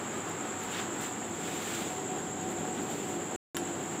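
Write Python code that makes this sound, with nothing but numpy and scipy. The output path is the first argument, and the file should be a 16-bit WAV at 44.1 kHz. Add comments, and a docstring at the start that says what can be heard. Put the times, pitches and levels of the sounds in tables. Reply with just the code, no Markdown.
"""Insects, probably crickets, throb near 7 kHz over a soft wash and a distant motor's drone and whine.
Their chirps are trains of quick wing strokes. A cow and her calf shift about in the shed, brushing and
scuffing through dry litter: friction gives swells of noise, and small snaps give ticks. Near the end
the sound cuts out for a moment, and then a hard impact makes one sharp clack."""
import sys
import numpy as np
from scipy import signal
from scipy.fft import rfft, irfft
from scipy.io import wavfile

SR = 44100
rng = np.random.default_rng(int(sys.argv[2]) if len(sys.argv) > 2 else 0)


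def dump(signal):
    """Clip the signal to [-1, 1] and save it as 16-bit WAV at the path in sys.argv[1]."""
    limited = np.clip(np.atleast_2d(signal).T, -1, 1)
    pcm = np.round(limited * 32767).astype(np.int16)
    wavfile.write(sys.argv[1], SR, pcm)


N = 176400
TIME = np.arange(N) / SR


def amp(db):
    """Amplitude ratio: tenfold for every 20 dB."""
    return 10 ** (np.asarray(db) / 20)


def unit(x):
    """Normalisation to rms 1."""
    return x / np.sqrt(np.mean(x ** 2) + 1e-20)


def at_hz(points, hz):
    """Interpolation on a log-frequency axis."""
    f, value = np.transpose(points)
    return np.interp(np.log(hz + 1), np.log(np.sort(f) + 1), value)


def fader(points):
    """Amplitude envelope, linear in dB between points."""
    return amp(np.interp(TIME, *np.transpose(points)))


def colour(x, spectrum):
    """Spectral shaping that keeps the power of white noise, so only relative levels count."""
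    gain = unit(amp(at_hz(spectrum, np.fft.rfftfreq(N, 1 / SR))))
    return irfft(rfft(x) * gain, N)


def noise(spectrum):
    """Filtered Gaussian noise of rms near 1."""
    return colour(rng.standard_normal(N), spectrum)


def drift(rate_hz):
    """Random modulation: low-passed noise of rms 1."""
    f = np.fft.rfftfreq(N, 1 / SR)
    lowpass = np.exp(-(f / rate_hz) ** 2) * (f > 0)
    return unit(irfft(rfft(rng.standard_normal(N)) * lowpass, N))


# Each row: frequency in Hz, time to fall 60 dB in seconds.
SHED_T60 = [(200, .35), (2000, 0.18), (8000, .22), (16000, 0.11)]

def shed(x, wet_db):
    """Reverberation: the shed adds a short tail, each band decaying at its own rate."""
    hz, t, bands = signal.stft(rng.standard_normal(SR // 2), SR, nperseg=256)
    decay = np.exp(-np.log(1000) * t / at_hz(SHED_T60, hz)[:, None])
    tail = signal.istft(bands * decay, SR, nperseg=256)[1]
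    return x + amp(wet_db) * signal.fftconvolve(x, tail / np.linalg.norm(tail))[:N]


# Each row: frequency in Hz, relative spectral density in dB.
AIR_SPECTRUM = [(20, -33.5), (60, -18.5), (130, -4.5), (220, -0.5), (400, -0.5), (560, -8), (760, -4.5),
                (1100, -9.5), (1500, -11.5), (2400, -17), (3300, -18), (4700, -27.5), (6000, -29),
                (8300, -25.5), (10000, -33.5), (12300, -38), (14300, -32), (16000, -38)]
WASH_SPECTRUM = [(100, -30), (500, -4), (900, -1), (1300, 1.5), (2000, -5), (3200, -13.5), (4800, -22.5),
                 (16000, -45)]
# Each row: time in seconds, level in dB.
WASH_LEVEL = [(0, -46), (.45, -45), (.9, -46.5), (1.4, -53.5), (2.2, -60), (4, -53)]

def air(hiss_db=-39.5):
    """Broadband noise: the air hisses steadily while a far wash fades and partly returns."""
    hiss = amp(hiss_db + 0.78 * drift(rate_hz=13)) * noise(AIR_SPECTRUM)
    return hiss + fader(WASH_LEVEL) * noise(WASH_SPECTRUM)


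# Each row: frequency in Hz, relative level in dB, line width in Hz.
MOTOR_LINES = [(167, -51, 7), (215, -55, 8), (292, -47.5, 4), (341, -44, 3), (389.5, -48, 3)]
# Each row: frequency in Hz, relative spectral density in dB.
RUMBLE_SPECTRUM = [(40, -25), (110, -11), (200, 2.5), (330, -1), (480, -2), (700, -8), (1200, -27.5),
                   (5000, -61.5)]
# Each row: time in seconds, gain in dB.
MOTOR_GAIN = [(0, -7.5), (.7, -7), (1.4, -5.5), (2, -4), (2.6, 0.5), (3.05, -1.5), (3.3, -2.5), (4, -2)]

def motor(mains_hz=99.9, mains_db=-55):
    """Line broadening: a distant motor's tones waver in a growing rumble, beside a faint mains hum."""
    drone = amp(-42.5 + drift(rate_hz=8.2)) * noise(RUMBLE_SPECTRUM)
    for hz, db, width_hz in MOTOR_LINES:
        turns = np.cumsum(hz + 0.357 * width_hz * drift(width_hz)) / SR + rng.random()
        flutter = amp(3.2 * drift(rate_hz=7.7))
        drone += amp(db) * unit(flutter * np.sin(2 * np.pi * turns))
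    hum = amp(mains_db + 1.8 * drift(rate_hz=2.4)) * np.sin(2 * np.pi * mains_hz * TIME)
    return drone * fader(MOTOR_GAIN) + hum


# Each row: time in seconds, level in dB.
WHINE_LEVEL = [(0, -66), (.4, -52), (.8, -48.5), (1.4, -53.5), (2, -48), (2.7, -45), (3.2, -50.5), (4, -47)]
# Each row: frequency in Hz, relative spectral density in dB.
HALO_SPECTRUM = [(550, -39.5), (700, -10), (743, 7.5), (790, -15), (1000, -41.5)]

def whine(pitch_hz=744, waver_hz=2.65):
    """Frequency and amplitude modulation: the motor's higher note wavers in narrowband noise."""
    turns = np.cumsum(pitch_hz + waver_hz * drift(rate_hz=8.2)) / SR
    tone = unit(amp(2.8 * drift(rate_hz=9)) * np.sin(2 * np.pi * turns))
    halo = amp(-6.5) * noise(HALO_SPECTRUM)
    return fader(WHINE_LEVEL) * unit(tone + halo)


# Each row: pitch in Hz, chirps per second, time of one chirp in seconds, relative level in dB.
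INSECTS = [(6650, 9.5, 0.055, -62), (6850, 9.5, 0.085, -53), (7080, 9.6, 0.087, -48),
           (7495, 12, 0.07, -48.5), (7765, 15, 0.056, -48.5), (7650, 8.3, 0.13, -57)]
# Each row: frequency in Hz, relative spectral density in dB.
CHORUS_SPECTRUM = [(5500, -42), (6350, -17), (6650, -12), (7100, -3.5), (7600, 5), (7750, -15.5),
                   (7980, -17.5), (9000, -51)]

def insects(strokes_per_s=56, sag_hz=170, jitter_hz=55.7, wander_hz=44.67, chirp_depth=.85):
    """Stridulation: chirps of quick wing strokes, each sagging in pitch; far insects merge into a band."""
    song = np.zeros(N)
    for hz, chirps_per_s, chirp_s, db in INSECTS:
        chirp_phase = (TIME - chirp_s) * chirps_per_s + 0.024 * drift(rate_hz=1.8)
        chirp = 1 + chirp_depth * np.cos(2 * np.pi * chirp_phase)
        stroke_rate = strokes_per_s * (1 + 0.065 * drift(rate_hz=5.5))
        stroke_phase = (np.cumsum(stroke_rate) / SR + rng.random()) % 1
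        pitch = hz + sag_hz * (.5 - stroke_phase)
        pitch += jitter_hz * drift(rate_hz=200) + wander_hz * drift(rate_hz=12)
        tone = np.sin(2 * np.pi * np.cumsum(pitch) / SR)
        song += amp(db) * unit(chirp * np.sin(np.pi * stroke_phase) ** 2 * tone)
    return amp(-9.0) * shed(song, wet_db=3.5) + amp(-46.5) * noise(CHORUS_SPECTRUM)


# Each row: peak time, rise and fall in seconds, then body level and fizz level in dB.
SCUFFS = [(.635, 0.047, .06, -50.5, -52), (.772, 0.038, 0.046, -38.5, -47),
          (1.025, 0.018, 0.051, -43.5, -43.5), (1.48, 0.082, 0.1, -45.5, -48),
          (1.745, 0.14, 0.12, -41.5, -43), (2.52, .025, 0.036, -60, -55), (2.83, 0.036, .03, -56.5, -55),
          (2.93, 0.038, 0.089, -49, -50), (3.1, 0.054, 0.053, -53, -50.5), (3.88, .04, 0.058, -56.5, -54)]
# Each row: frequency in Hz, relative spectral density in dB.
BODY_SPECTRUM = [(200, -18.5), (700, -6.5), (1400, 0.5), (2500, -1.5), (3500, -1.5), (4800, -11.5),
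                 (8000, -19), (16000, -30.5)]
FIZZ_SPECTRUM = [(1000, -16), (3000, -4), (5500, -3.5), (7200, 7.5), (8500, 3), (10000, -6.5), (12500, -7),
                 (14500, -4.5), (16000, -2)]

def scuffs(grains_per_s=1500, grain_share=0.21):
    """Friction noise: each brush through the litter swells and fades, a soft body with a grainy fizz."""
    body_power, fizz_power = np.zeros((2, N))
    for peak_s, rise_s, fall_s, body_db, fizz_db in SCUFFS:
        width_s = np.where(TIME < peak_s, rise_s, fall_s)
        swell = np.exp(-abs((TIME - peak_s) / width_s) ** 1.7)
        body_power += swell * amp(body_db) ** 2
        fizz_power += swell * amp(fizz_db) ** 2
    grains = unit(rng.standard_normal(N) * (rng.random(N) < grains_per_s / SR))
    fizz = np.sqrt(grain_share) * colour(grains, FIZZ_SPECTRUM)
    fizz += np.sqrt(1 - grain_share) * noise(FIZZ_SPECTRUM)
    rubbing = np.sqrt(body_power) * noise(BODY_SPECTRUM) + np.sqrt(fizz_power) * fizz
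    return rubbing * amp(0.69 * drift(rate_hz=50))


def bursts(rows, spectrum, decay_s):
    """Transients: noise that starts at once and decays exponentially."""
    envelope = sum(amp(db) * (TIME >= s) * np.exp(-abs(TIME - s) / decay_s) for s, db in rows)
    return colour(envelope * rng.choice([-1., 1.], N), spectrum)


# Each row: start in seconds, level in dB.
TICKS = [(.291, -48), (.631, -46), (.716, -47), (1.011, -47), (2.51, -52), (2.83, -50), (2.907, -49),
         (3.083, -48.5)]
# Each row: frequency in Hz, relative spectral density in dB.
TICK_SPECTRUM = [(500, -15), (2500, -2.5), (5000, -15), (9000, 3), (12000, 0.5), (16000, 3)]

def ticks():
    """Brittle fracture: small snaps in the dry litter radiate bright clicks."""
    return shed(bursts(TICKS, TICK_SPECTRUM, decay_s=.006), wet_db=-3.5)


# A blow and its rebounds. Each row: start in seconds, level in dB.
BLOWS = [(3.568, -17.5), (3.5738, -30), (3.5815, -41)]
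# Each row: frequency in Hz, level in dB, decay time in seconds.
CLACK_MODES = [(946, -47, 0.018), (1354, -39, 0.013), (2700, -41, 0.0072)]
# Each row: frequency in Hz, relative spectral density in dB.
CLACK_SPECTRUM = [(150, -10), (900, 5.5), (2800, 3.5), (4200, -6), (9000, -6.5), (16000, -11)]

def clack():
    """Impact, perhaps of the tether chain: it cracks and rebounds; the first blow rings damped modes."""
    age = np.maximum(TIME - BLOWS[0][0], 0)
    ring = sum(amp(db) * np.exp(-age / decay_s) * np.sin(2 * np.pi * hz * age)
               for hz, db, decay_s in CLACK_MODES)
    crack = bursts(BLOWS, CLACK_SPECTRUM, decay_s=.0008)
    return ring + shed(crack, wet_db=-5.5)


def scene():
    """Superposition: all sources add at one spot in the shed."""
    return (ticks() + air() + motor() + whine() + insects() + scuffs() + clack())[None]


def record(dry):
    """Gating and band limiting: a brief drop to silence, then a low-pass filter."""
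    silence_from_s, silence_to_s, cutoff_hz = 3.3613, 3.5468, 15600
    gate = (TIME < silence_from_s) | (TIME > silence_to_s)
    lowpass = signal.firwin(511, cutoff_hz, window=("kaiser", 9), fs=SR)
    return signal.oaconvolve(dry * gate, lowpass[None], "same")


dry = scene()
out = record(dry)
dump(out)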